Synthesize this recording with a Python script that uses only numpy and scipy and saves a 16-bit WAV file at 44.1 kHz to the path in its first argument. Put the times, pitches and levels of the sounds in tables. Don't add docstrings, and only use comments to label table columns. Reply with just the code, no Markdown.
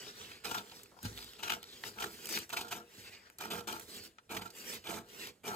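import sys
import numpy as np
from scipy import signal
from scipy.fft import rfft, irfft, next_fast_len
from scipy.io import wavfile
from scipy.ndimage import uniform_filter1d

SR = 44100
rng = np.random.default_rng(int(sys.argv[2]) if len(sys.argv) > 2 else 0)


def wrap_up_sound(samples):
    columns = np.atleast_2d(samples).T
    tamed = np.clip(columns, -1, 1)
    steps = np.round(tamed * 32767).astype(np.int16)
    wavfile.write(sys.argv[1], SR, steps)


def ratio(d):
    e = np.asarray(d, float) / 20
    return 10 ** e


N = 245005


def evened(x):
    return x / np.sqrt(np.mean(x ** 2) + 1e-20)


def read(points, hz):
    f, value = np.transpose(points)
    return np.interp(np.log(hz + 1), np.log(f + 1), value)


def curves(rows):
    times, *columns = np.transpose(rows)
    return [np.interp(np.arange(N) / SR, times, column) for column in columns]


def body(colour, modes, lo_hz, hi_hz):
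    hz = abs(np.fft.fftfreq(8192, 1 / SR)) + 1
    peaks = 1 + sum(ratio(2 * db) / (1 + (2 * (hz - f) / w) ** 2) for f, w, db in modes)
    band = 1 / (1 + (lo_hz / hz) ** 12) / (1 + (hz / hi_hz) ** 12)
    log_gain = np.log(ratio(read(colour, hz)) * np.sqrt(peaks * band) + 1e-6)
    taps = np.fft.ifft(np.exp(np.conj(signal.hilbert(log_gain)))).real[:6000]
    return taps / np.linalg.norm(taps)


def fibres(per_s, spread_db, clump_db, clump_s, smooth):
    sizes = ratio(spread_db * np.minimum(rng.exponential(1, N), 5)) * rng.choice([-1., 1.], N)
    ticks = evened(sizes * (rng.random(N) < per_s / SR))
    span = int(clump_s * SR)
    clumps = evened(uniform_filter1d(uniform_filter1d(rng.standard_normal(N), span), span))
    rubbed = ticks + smooth * rng.standard_normal(N)
    return evened(rubbed * ratio(clump_db * np.clip(clumps, -2.5, 2.5)))


def rub(drives, gains, colour, modes, bands_hz):
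    out = np.zeros(N)
    for drive, gain, band in zip(drives, gains, bands_hz):
        out += signal.oaconvolve(drive * gain, body(colour, modes, *band))[:N]
    return out


def resonate(x, hz, width_hz):
    turn = np.exp(2j * np.pi * np.cumsum(hz * np.ones(N)) / SR)
    keep = np.exp(-np.pi * width_hz / SR)
    return 2 * (turn * signal.lfilter([1 - keep], [1, -keep], x / turn)).real


def bending(x, patchy_db, size=256):
    hz, _, z = signal.stft(x, SR, nperseg=size, noverlap=size * 3 // 4)
    patches = rng.standard_normal(z.shape[::-1]).T
    patches = uniform_filter1d(patches, size=3, axis=0)
    patches = evened(uniform_filter1d(patches, size=8192 // size, axis=1))
    depth_db = patchy_db * np.clip(hz / 2500, 0, 1)[:, None]
    mean_db = np.log(10) / 20 * depth_db ** 2
    return signal.istft(z * ratio(depth_db * patches - mean_db), nperseg=size, noverlap=size * 3 // 4)[1][:N]


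# f/Hz, level/dB per Hz
AIR_COLOUR = [(18, -57), (30, -3), (519, -7.5), (1180, -22), (1530, -19), (3500, -19), (5890, -28),
              (7470, -19.5), (13700, -30), (16500, -33)]


def room_air():
    air = signal.oaconvolve(rng.standard_normal(N), body(AIR_COLOUR, [], 27, 14000))[:N]
    return bending(ratio(-73) * air, patchy_db=2.2)


# peak t/s, rise/s, fall/s, scrape level/dB, fizz re scrape/dB
SLIDES = [(.05, 0.18, 0.23, -51.5, -7), (.26, 0.75, 0.36, -51, -5.5), (.72, 0.26, 0.34, -58.5, -1.5),
          (.82, 0.48, 0.094, -63, -0.5), (1.05, 0.073, 0.15, -51, 0), (1.19, 0.58, 0.54, -58.5, 0),
          (1.35, 0.15, 0.16, -62.5, -5), (1.64, 0.033, 0.076, -80, -4), (1.74, 0.35, 0.33, -57.5, -2.5),
          (1.869, 0.13, 0.12, -50, 0.5), (2.15, 0.53, 0.71, -59.5, 4.5), (2.302, 0.12, 0.27, -54.5, 10.5),
          (2.368, 0.27, 0.1, -41.5, -2), (2.999, 0.28, 0.44, -58.5, 1), (3.085, 0.092, 0.042, -54.5, -46),
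          (3.14, 0.075, 0.2, -58, -25), (3.27, 0.11, 0.096, -65.5, -10), (3.33, 0.044, 0.053, -83, 11),
          (3.83, 0.11, 0.038, -58, 4), (3.98, 0.46, 0.11, -54.5, 3), (4.06, 0.33, 0.1, -57.5, 0.5),
          (4.57, 0.11, 0.24, -61.5, 6), (4.698, 0.22, 0.2, -49, 1), (4.77, 0.15, 0.11, -54, -7),
          (5.1, .05, 0.22, -60.5, -1.5), (5.17, 0.19, 0.15, -58.5, 0.5), (5.235, 0.26, 0.16, -54, 0),
          (5.291, 0.2, 0.042, -51.5, -4.5), (.22, 0.088, .12, -56, -12), (1.68, 0.071, 0.19, -72, -7),
          (2.42, 0.054, 0.1, -53.5, -4), (3.21, 0.12, 0.13, -80, -20), (4.74, 0.1, 0.069, -49.5, 4),
          (1.94, .08, 0.089, -61, -5), (3.64, .05, 0.053, -67, 1), (4.6, 0.082, .1, -61.5, 6),
          (3.485, .04, .04, -61, -3)]


def swells():
    peak, rise, fall, scrape_db, fizz_db = np.transpose(SLIDES)[:, :, None]
    t = np.arange(0, N + 32, 32) / SR - peak
    loss_db = -37 * np.maximum(-t / rise, t / fall) ** 1.2
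    drone_db = -1.5 + 0.53 * fizz_db + 0.79 * loss_db
    sheet_share, usual_db = 0.71, -57.5
    sheet_db = -8 + sheet_share * loss_db + (1 - sheet_share) * (usual_db - scrape_db)
    parts = [loss_db, drone_db, fizz_db + loss_db, sheet_db]
    return [np.repeat(np.sqrt((ratio(scrape_db + part) ** 2).sum(0)), 32)[:N] for part in parts]


# f/Hz, level/dB per Hz
SLIDE_COLOUR = [(88, -43), (150, -9), (245, -2.5), (293, -11.5), (409, -5), (606, -12), (2600, -10.5),
                (6050, -10.5), (13800, -3.5), (15600, -7), (16500, -36)]
# f/Hz, width/Hz, level above the colour/dB
SLIDE_MODES = [(202, 110, 0.5), (333.7, 16, 11.5), (415, 45, 9), (489, 8.2, 11), (4340, 2600, -0.5),
               (6980, 240, 7), (7640, 730, 8.5), (12800, 830, -28)]
# t/s, f/Hz, flap share, share of the flap's upper ring near 4.6 kHz
FLAP = [(0.0, 2830, 0.69, 0.18), (.17, 3730, 0.81, 0.2), (.3, 2340, 1.7, 0.1), (.7, 3130, 0.38, 0.2),
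        (0.942, 2230, 0.46, 0.23), (1.05, 3680, 0.53, 0.24), (1.25, 3650, 2.5, 1.2), (1.7, 3650, 1.9, 0.67),
        (1.9, 2540, 0.93, 0.61), (2.35, 2600, 1.83, 0.87), (2.98, 2770, 1.8, 0.4), (3.1, 2480, 2.9, 1.1),
        (3.28, 1910, 2.4, 1.8), (3.85, 3350, 0.3, 0.35), (3.97, 2920, 0.97, 2.3), (4.62, 2760, 2.24, 1.6),
        (5.07, 3030, 0.88, .5), (5.28, 2530, 1.96, 0.28)]


def slide():
    drive = fibres(per_s=5000, spread_db=0.5, clump_db=1.53, clump_s=0.029, smooth=1.75)
    crackles = fibres(per_s=90, spread_db=2.5, clump_db=2.0, clump_s=0.059, smooth=0)
    drive += 0.3 * 0.55 * crackles
    bands_hz = [(1800, 5500), (150, 600), (5500, 16500), (600, 1800)]
    scrape = rub([drive] * 4, swells(), SLIDE_COLOUR, SLIDE_MODES, bands_hz)
    flap_hz, flap, song = curves(FLAP)
    flapping = flap * resonate(scrape, flap_hz, width_hz=650)
    singing = song * resonate(scrape, 4610, width_hz=120)
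    return bending(ratio(-4.0) * (scrape + flapping + singing), patchy_db=2.0)


# f/Hz, width/Hz, level/dB
BOARD_MODES = [(56.6, 8.5, -20), (102, 25, 8)]
# t/s, level/dB
THUMPS = [(0.711, -66), (1.033, -40), (1.046, -30.5), (1.063, -54), (1.111, -44), (1.151, -49), (1.24, -52),
          (1.538, -50), (1.858, -50), (2.978, -50), (3.09, -62), (3.29, -68), (0.031, -55), (3.202, -68),
          (4.0, -51.5), (4.31, -52), (4.37, -44), (4.869, -52)]
# f/Hz, level/dB, t60/s
THUMP_MODES = [(57.3, -16.5, 0.64), (102, -2, 0.18), (200, 0.5, 0.068), (241.3, -3.5, 0.1),
               (412, -13, 0.14), (841, -17.5, 0.11), (1570, -13, 0.072)]


def table():
    boards = body([(20, -50), (48, -7.5), (200, -9.5)], BOARD_MODES, 34, 237)
    stir = ratio(-13) * bites()[0] + ratio(-4.5) * swells()[3]
    stir = uniform_filter1d(stir, int(0.11 * SR))
    hum = signal.oaconvolve(rng.standard_normal(N) * stir, boards)[:N]
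    t, blows = np.arange(SR // 2) / SR, np.zeros(N)
    ring = sum(ratio(db - 60 * t / t60) * np.sin(2 * np.pi * hz * t) for hz, db, t60 in THUMP_MODES)
    for s, db in THUMPS:
        blows[round(s * SR)] = ratio(db)
    soft_ring = ring * np.minimum(t / 0.0069, 1)
    return ratio(-1.5) * hum + signal.oaconvolve(blows, soft_ring)[:N]


# f/Hz, level/dB per Hz
CUT_COLOUR = [(59, 1), (100, 1.5), (285, -1), (410, 3), (541, -7.5), (1330, -6.5), (1900, -8), (2990, -3),
              (9880, -21), (13000, -14), (15500, -12.5), (16500, -66)]
# f/Hz, width/Hz, level above the colour/dB
SHEET_MODES = [(183, 12, 11.5), (213.4, 28, 16.5), (338, 13, 17.5), (422, 35, 13.5), (476, 2.8, 25),
               (694, 90, 20.5), (890, 61, 20.5), (1350, 82, 20.5), (1615, 63, 13)]
# f/Hz, width/Hz, level above the colour/dB
BLADE_MODES = [(2420, 280, 13.2), (3020, 130, 13.3), (3270, 230, 6.4), (3900, 910, 8.8), (4800, 110, 11),
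               (6420, 150, 11.5), (7920, 2570, 14.1), (12080, 1360, 9.2)]


def snaps(events, rise_s, crack, ring_share, trim_db, top_hz=6570):
    out, t = np.zeros(N + 8000), np.arange(4000) / SR
    modes = [*SHEET_MODES, *BLADE_MODES]
    sheet = body(CUT_COLOUR, modes, 453, top_hz)
    fizz = body(CUT_COLOUR, modes, 6780, 21000)
    for s, db, hz, fizz_db, t60 in events:
        fade = ratio(-60 * np.maximum(t - rise_s, 0) / np.clip(t60, .004, .1))
        burst = rng.standard_normal(4000) * fade * np.minimum(t / rise_s, 1)
        burst[round(rise_s * SR)] += crack
        ring = np.sin(2 * np.pi * hz * t) * ratio(-60 * t / 0.0055)
        ring /= np.linalg.norm(ring)
        mixed = sheet[:4000] + ring_share * ring + ratio(fizz_db + 14.0) * fizz[:4000]
        start = round((s - 0.55 * rise_s) * SR)
        out[start:start + 7999] += ratio(db + trim_db) * signal.fftconvolve(burst, mixed)
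    return out[:N]


# t/s, peak level/dB, f/Hz
TICKS = [(0.0555, -40, 3300), (0.067, -37, 2500), (0.2144, -38, 2940), (0.3494, -50, 1940),
         (0.4389, -35, 2400), (0.5119, -28, 2950), (0.5835, -29.5, 3600), (0.6594, -43, 2000),
         (0.7694, -52, 1940), (0.797, -42, 2100), (1.128, -37, 4430), (1.1394, -39, 4360),
         (1.2262, -35, 4170), (1.2794, -42, 2360), (1.353, -43, 2600), (1.3684, -45, 2490),
         (1.3952, -37.5, 2720), (1.4034, -38, 2740), (1.5018, -21, 2930), (1.5195, -23, 2940),
         (1.64, -33, 4280), (1.6504, -43, 3900), (1.6901, -43, 4240), (1.7594, -45, 3480),
         (2.189, -44, 1650), (2.2697, -36, 2620), (2.29, -32, 2090), (2.311, -38, 2570),
         (2.3231, -29, 4700), (2.3397, -24.5, 2500), (2.3494, -38, 2570), (2.373, -21, 2300),
         (2.611, -43, 3230), (3.0834, -48, 2490), (3.4396, -33, 2420), (3.4553, -28, 1490),
         (3.555, -29, 1520), (4.3244, -42, 3020), (4.6448, -46, 2370), (4.6924, -36.5, 2300),
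         (4.735, -29, 3100), (4.9414, -40, 2240), (5.2294, -51, 2270), (5.441, -47, 2920),
         (0.447, -32, 2830), (0.4558, -27, 2950), (0.4952, -30, 2700), (0.5177, -35, 2970),
          (0.545, -29, 2570), (1.1434, -47, 4360), (1.1826, -31.5, 3650), (1.207, -37, 4290),
          (1.2451, -39, 3260), (1.5362, -27, 3270), (1.6584, -47, 4230), (1.6714, -45, 3570),
          (2.387, -29, 2420), (3.3444, -65, 2330), (4.368, -35, 2370), (4.9084, -42, 2260)]


def fibre_ticks():
    events = [(s, db, hz, -14.5, 0.0087) for s, db, hz in TICKS]
    return snaps(events, rise_s=0.00041, crack=1.2, ring_share=2.6, trim_db=-21)


# t/s, peak level/dB, f/Hz, die-away/s
BRUSHES = [
    (.067, -35, 420, 0.035),
    (.917, -46.5, 500, .09),
    (.94, -53, 804, .1),
    (.965, -46, 690, 0.088),
    (1.003, -52, 800, .03),
]


def brushes():
    events = [(s, db, hz, -60, t60) for s, db, hz, t60 in BRUSHES]
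    return snaps(events, rise_s=0.00383, crack=1.5, ring_share=2.4, trim_db=-19.0, top_hz=1490)


# t/s, peak level/dB, f/Hz, fizz re peak/dB, die-away/s
CREASES = [(0.316, -33, 2420, -24, 0.025), (0.446, -35, 2400, -41, 0.0067), (0.696, -41, 4260, -25, 0.024),
           (0.715, -33, 830, -35, 0.089), (0.833, -46, 2170, 0.5, 0.025), (.859, -46, 2600, -17, 0.017),
           (0.989, -35.5, 1000, -26, 0.014), (1.029, -41.5, 1570, 1.5, 0.027),
           (1.176, -31, 3220, -17, 0.011), (1.189, -30.5, 3820, -16, 0.018),
           (1.244, -41, 3300, -5.5, 0.016), (1.334, -38.5, 2780, -8.5, 0.014),
           (1.629, -34, 3570, -10, 0.02), (1.837, -21.5, 1910, -38, 0.021), (1.881, -31, 500, -14, 0.016),
           (1.985, -30, 2600, -29, 0.025), (2.105, -43, 2500, -18, 0.027), (2.143, -44, 3000, -10, 0.014),
           (2.256, -33, 3120, -2, 0.016), (2.27, -37, 2600, 3, .015), (2.29, -35, 2090, 1.5, 0.032),
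           (2.324, -30, 4700, -4, 0.042), (2.374, -20.5, 2500, -20, 0.017), (2.387, -34.5, 2400, 0, 0.031),
           (2.493, -38, 1300, -8, .04), (2.999, -55, 2500, -7, .01), (3.3, -38.5, 2320, -11, 0.0085),
           (3.385, -39, 4300, -2, 0.029), (3.796, -37.5, 2580, -5, 0.036), (3.81, -38, 2680, -15, .015),
           (3.946, -48, 2720, 0, 0.033), (4.038, -49, 3000, 0, .02), (4.184, -35, 2260, -45, 0.016),
           (4.185, -43, 1570, -42, 0.065), (4.503, -39.5, 4500, -11, 0.039), (4.84, -42.5, 2920, -18, .04),
           (5.087, -44, 4700, -16, 0.025), (5.271, -30.5, 2920, -11, 0.012), (5.147, -39, 2700, -20, .015)]


def creases():
    return snaps(CREASES, rise_s=.0005, crack=2.5, ring_share=1.2, trim_db=-17.5)


# start t/s, digging-in/s, length/s, sheet level/dB, blades re sheet/dB
CUTS = [(0.44, 0.0035, 0.16, -47.5, 2), (1.382, 0.0063, 0.036, -56.5, 0), (1.436, 0.0098, 0.13, -49.5, 0),
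        (1.841, 0.0063, 0.017, -54, 4), (1.959, 0.082, 0.1, -45, -1.5), (2.507, 0.017, 0.29, -51, 1.5),
        (2.704, 0.0084, 0.074, -52.5, 4), (3.387, 0.042, 0.077, -45.5, -1),
        (3.499, 0.0067, 0.09, -43.5, -1.5), (3.671, 0.0014, 0.088, -47, 2),
        (4.292, 0.021, 0.096, -44.5, -2), (4.408, 0.0068, 0.055, -53, -2), (4.84, 0.0078, 0.057, -51.5, -2),
        (4.864, 0.03, 0.12, -44, -1.5), (5.434, 0.029, 0.17, -43.5, -2)]
# level re blade ring/dB, loss/dB per s
DULLING = [
    (-3.1, 111),
    (-4, 35),
    (-4.5, 35),
]


def bites():
    start, dig, length, sheet_db, blade_db = np.transpose(CUTS)[:, :, None]
    t = np.arange(0, N + 32, 32) / SR - start
    held, after = np.clip(t, 0, length), np.maximum(t - length, 0)
    digging = np.maximum(1 - t / dig, 0)
    db = sheet_db - 13.5 * digging - 17.5 * held - 292 * after
    blades_db = db + blade_db - 3 * digging - 94 * after
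    parts = [db] + [blades_db + re_db - loss_db * held for re_db, loss_db in DULLING]
    parts[2] = parts[2] - 0.7 * start
    return [np.repeat(np.sqrt((ratio(part) ** 2 * (t > 0)).sum(0)), 32)[:N] for part in parts]


# t/s, f/Hz, share
BLADE_RING = [(.44, 2540, 2), (.6, 2630, 2.2), (1.44, 2740, 1.6), (1.56, 2870, 1.4), (2.0, 2840, 0.26),
              (2.5, 2600, 0.9), (2.75, 2300, 0.96), (3.4, 2420, 1.07), (3.7, 2410, 0.38), (4.3, 2460, 2.1),
              (4.45, 2400, 0.36), (4.85, 2420, 3.4), (4.91, 2340, 0.93), (5.0, 2300, 1.1), (5.44, 2317, 5),
              (5.55, 2330, 2.1)]


def cut():
    shared, *own = (fibres(per_s=4000, spread_db=3.2, clump_db=2.2, clump_s=.004, smooth=.75) for _ in range(5))
    drives = [.6 * shared + .8 * part for part in own]
    bands_hz = [(150, 1900), (1900, 3400), (3400, 5800), (5800, 16500)]
    tear = rub(drives, bites(), CUT_COLOUR, [*SHEET_MODES, *BLADE_MODES], bands_hz)
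    ring_hz, share = curves(BLADE_RING)
    return bending(tear + share * resonate(tear, ring_hz, width_hz=83), patchy_db=1.5)


# t/s, peak level/dB, f/Hz, die-away/s
JERKS = [(0.451, -25, 2490, 0.074), (0.512, -22.5, 977, 0.058), (0.545, -22.5, 1320, 0.13),
         (0.576, -26.5, 3440, 0.08), (1.051, -28, 4220, 0.072), (1.43, -23.5, 2950, 0.12),
         (1.478, -26, 2690, 0.04), (1.497, -20, 2900, 0.082), (1.519, -21, 3000, 0.029),
         (1.531, -25.5, 3100, 0.1), (2.001, -23, 930, 0.085), (2.024, -21, 2960, 0.03),
         (2.04, -21, 1660, 0.024), (2.065, -31.5, 700, 0.05), (2.501, -28.5, 2570, 0.035),
         (2.529, -20.5, 1420, 0.064), (2.568, -19.5, 2570, 0.067), (2.588, -23.5, 940, 0.047),
         (2.609, -22, 990, 0.069), (2.682, -31, 900, 0.047), (2.711, -26, 1350, 0.082),
         (2.722, -21, 2530, 0.055), (3.407, -26, 1320, 0.06), (3.509, -26.5, 2600, 0.13),
         (3.588, -32, 860, 0.043), (3.605, -31.5, 890, 0.032), (3.675, -24, 1250, 0.12),
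         (3.698, -41, 2400, 0.032), (3.761, -33, 1330, 0.016), (4.307, -46, 2920, 0.04),
         (4.474, -42, 4000, 0.024), (4.868, -31, 2980, 0.082), (4.886, -39, 2300, 0.035),
         (4.905, -28, 2340, 0.019), (4.963, -39, 2350, 0.053), (4.984, -34, 2320, 0.033),
         (5.004, -43, 1310, 0.032), (3.726, -22, 734, 0.012), (4.347, -25, 935, 0.023),
         (4.367, -23, 2340, 0.048), (4.418, -30, 2400, 0.047), (4.456, -34, 810, 0.056),
         (4.94, -30, 2340, 0.025), (3.553, -34, 2400, 0.042), (5.449, -37, 1470, 0.051),
         (5.461, -39, 775, 0.023), (5.477, -25.5, 1010, 0.16)]


def jerks():
    events = [(s, db, hz, -19.5, t60) for s, db, hz, t60 in JERKS]
    return snaps(events, rise_s=.008, crack=1.8, ring_share=0.81, trim_db=-18.5)


def scattered(x, t60, count, turn_s):
    t = np.arange(int(t60 * SR)) / SR
    tails = rng.standard_normal((count, len(t))) * ratio(-60 * t / t60)
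    tails /= np.linalg.norm(tails, axis=1, keepdims=True)
    place = (np.arange(N) / SR / turn_s - np.arange(count)[:, None]) % count
    turns = np.sin(np.pi / 2 * np.minimum(place, 2))
    return signal.oaconvolve(x * turns, tails, axes=1).sum(0)[:N]


# f/Hz, phase/radians
LEAD = [(0, 0), (520, 0.2), (780, -0.6), (1460, 2.8), (2070, -0.1), (2500, 0.5), (2760, 0.8), (4220, 2.0),
        (4650, 1.3), (5940, 3.6), (6370, 6.4), (6890, 6.3), (15600, 6.3), (16200, 6.3)]
# f/Hz, left minus right level/dB
LEAN = [(60, 1.5), (110, 1.0), (200, -0.5), (380, -2.0), (700, -1.0), (1290, -0.5), (2380, -0.5),
        (4400, -1.0), (8120, -1.0), (13000, -9.0)]
# f/Hz, share
SAME = [(60, .9), (250, .92), (420, .86), (620, .58), (1400, .5), (3000, .55), (5000, .35), (7000, .55),
        (15000, .55)]
# t/s, left minus right level/dB
SWAY = [
    (0, -1),
    (1.5, 0.4),
    (2.8, .5),
    (4, -0.6),
    (5.5, -1.5),
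]


def two_ports(work, air):
    size = next_fast_len(N + 4096)
    hz = np.fft.rfftfreq(size, 1 / SR)
    far = ratio(-13) / (1 + hz / 4000) * rfft(scattered(work, t60=.25, count=4, turn_s=.07), size)
    near = rfft(scattered(work + air, t60=.015, count=9, turn_s=.05), size)
    same, half_lead = read(SAME, hz), read(LEAD, hz) / 2
    mid_power = same * np.cos(half_lead) ** 2 + (1 - same) / 2
    side_power = (1 - mid_power) / mid_power
    linked = same * np.sin(2 * half_lead) / 2 / mid_power
    mid = rfft(work + air, size) + far + 0.12 * hz / (hz + 500) * near
    side = 1j * linked * mid + np.sqrt(side_power - linked ** 2) * near
    halves = np.array([[.5], [-.5]])
    ports = irfft(np.array([mid + side, mid - side]) * ratio(halves * read(LEAN, hz)), size)[:, :N]
    return ports * ratio(halves * curves(SWAY)[0])


def scene():
    air = room_air()
    work = bending(slide() + table() + cut(), patchy_db=2.5, size=1024)
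    work += fibre_ticks() + brushes() + creases() + jerks()
    return two_ports(work, air)


def roll_off(x):
    return signal.sosfilt(signal.butter(12, 16660, fs=SR, output="sos"), x)


# f/Hz, level re the sum/dB
KEEP_SIDE = [(5500, -14), (7000, -3), (8300, -5), (9800, -3), (11000, -9), (14000, -8), (15500, -2)]


def record(dry):
    left, right = signal.sosfilt(signal.butter(3, 42, "high", fs=SR, output="sos"), dry)
    hz, _, (mid, side) = signal.stft([left + right, left - right], SR, nperseg=2048)
    band = (hz // 690).astype(int)
    starts = np.flatnonzero(np.diff(band, prepend=-1))
    mid_power, side_power = (np.add.reduceat(abs(z) ** 2, starts) for z in (mid, side))
    kept = side_power > mid_power * ratio(2 * read(KEEP_SIDE, hz[starts]))[:, None]
    kept = kept[band] | (hz < 5500)[:, None]
    side = signal.istft(side * kept, nperseg=2048)[1][:N]
    return roll_off(np.array([left + right + side, left + right - side]) / 2)


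dry = scene()
out = record(dry)
wrap_up_sound(out)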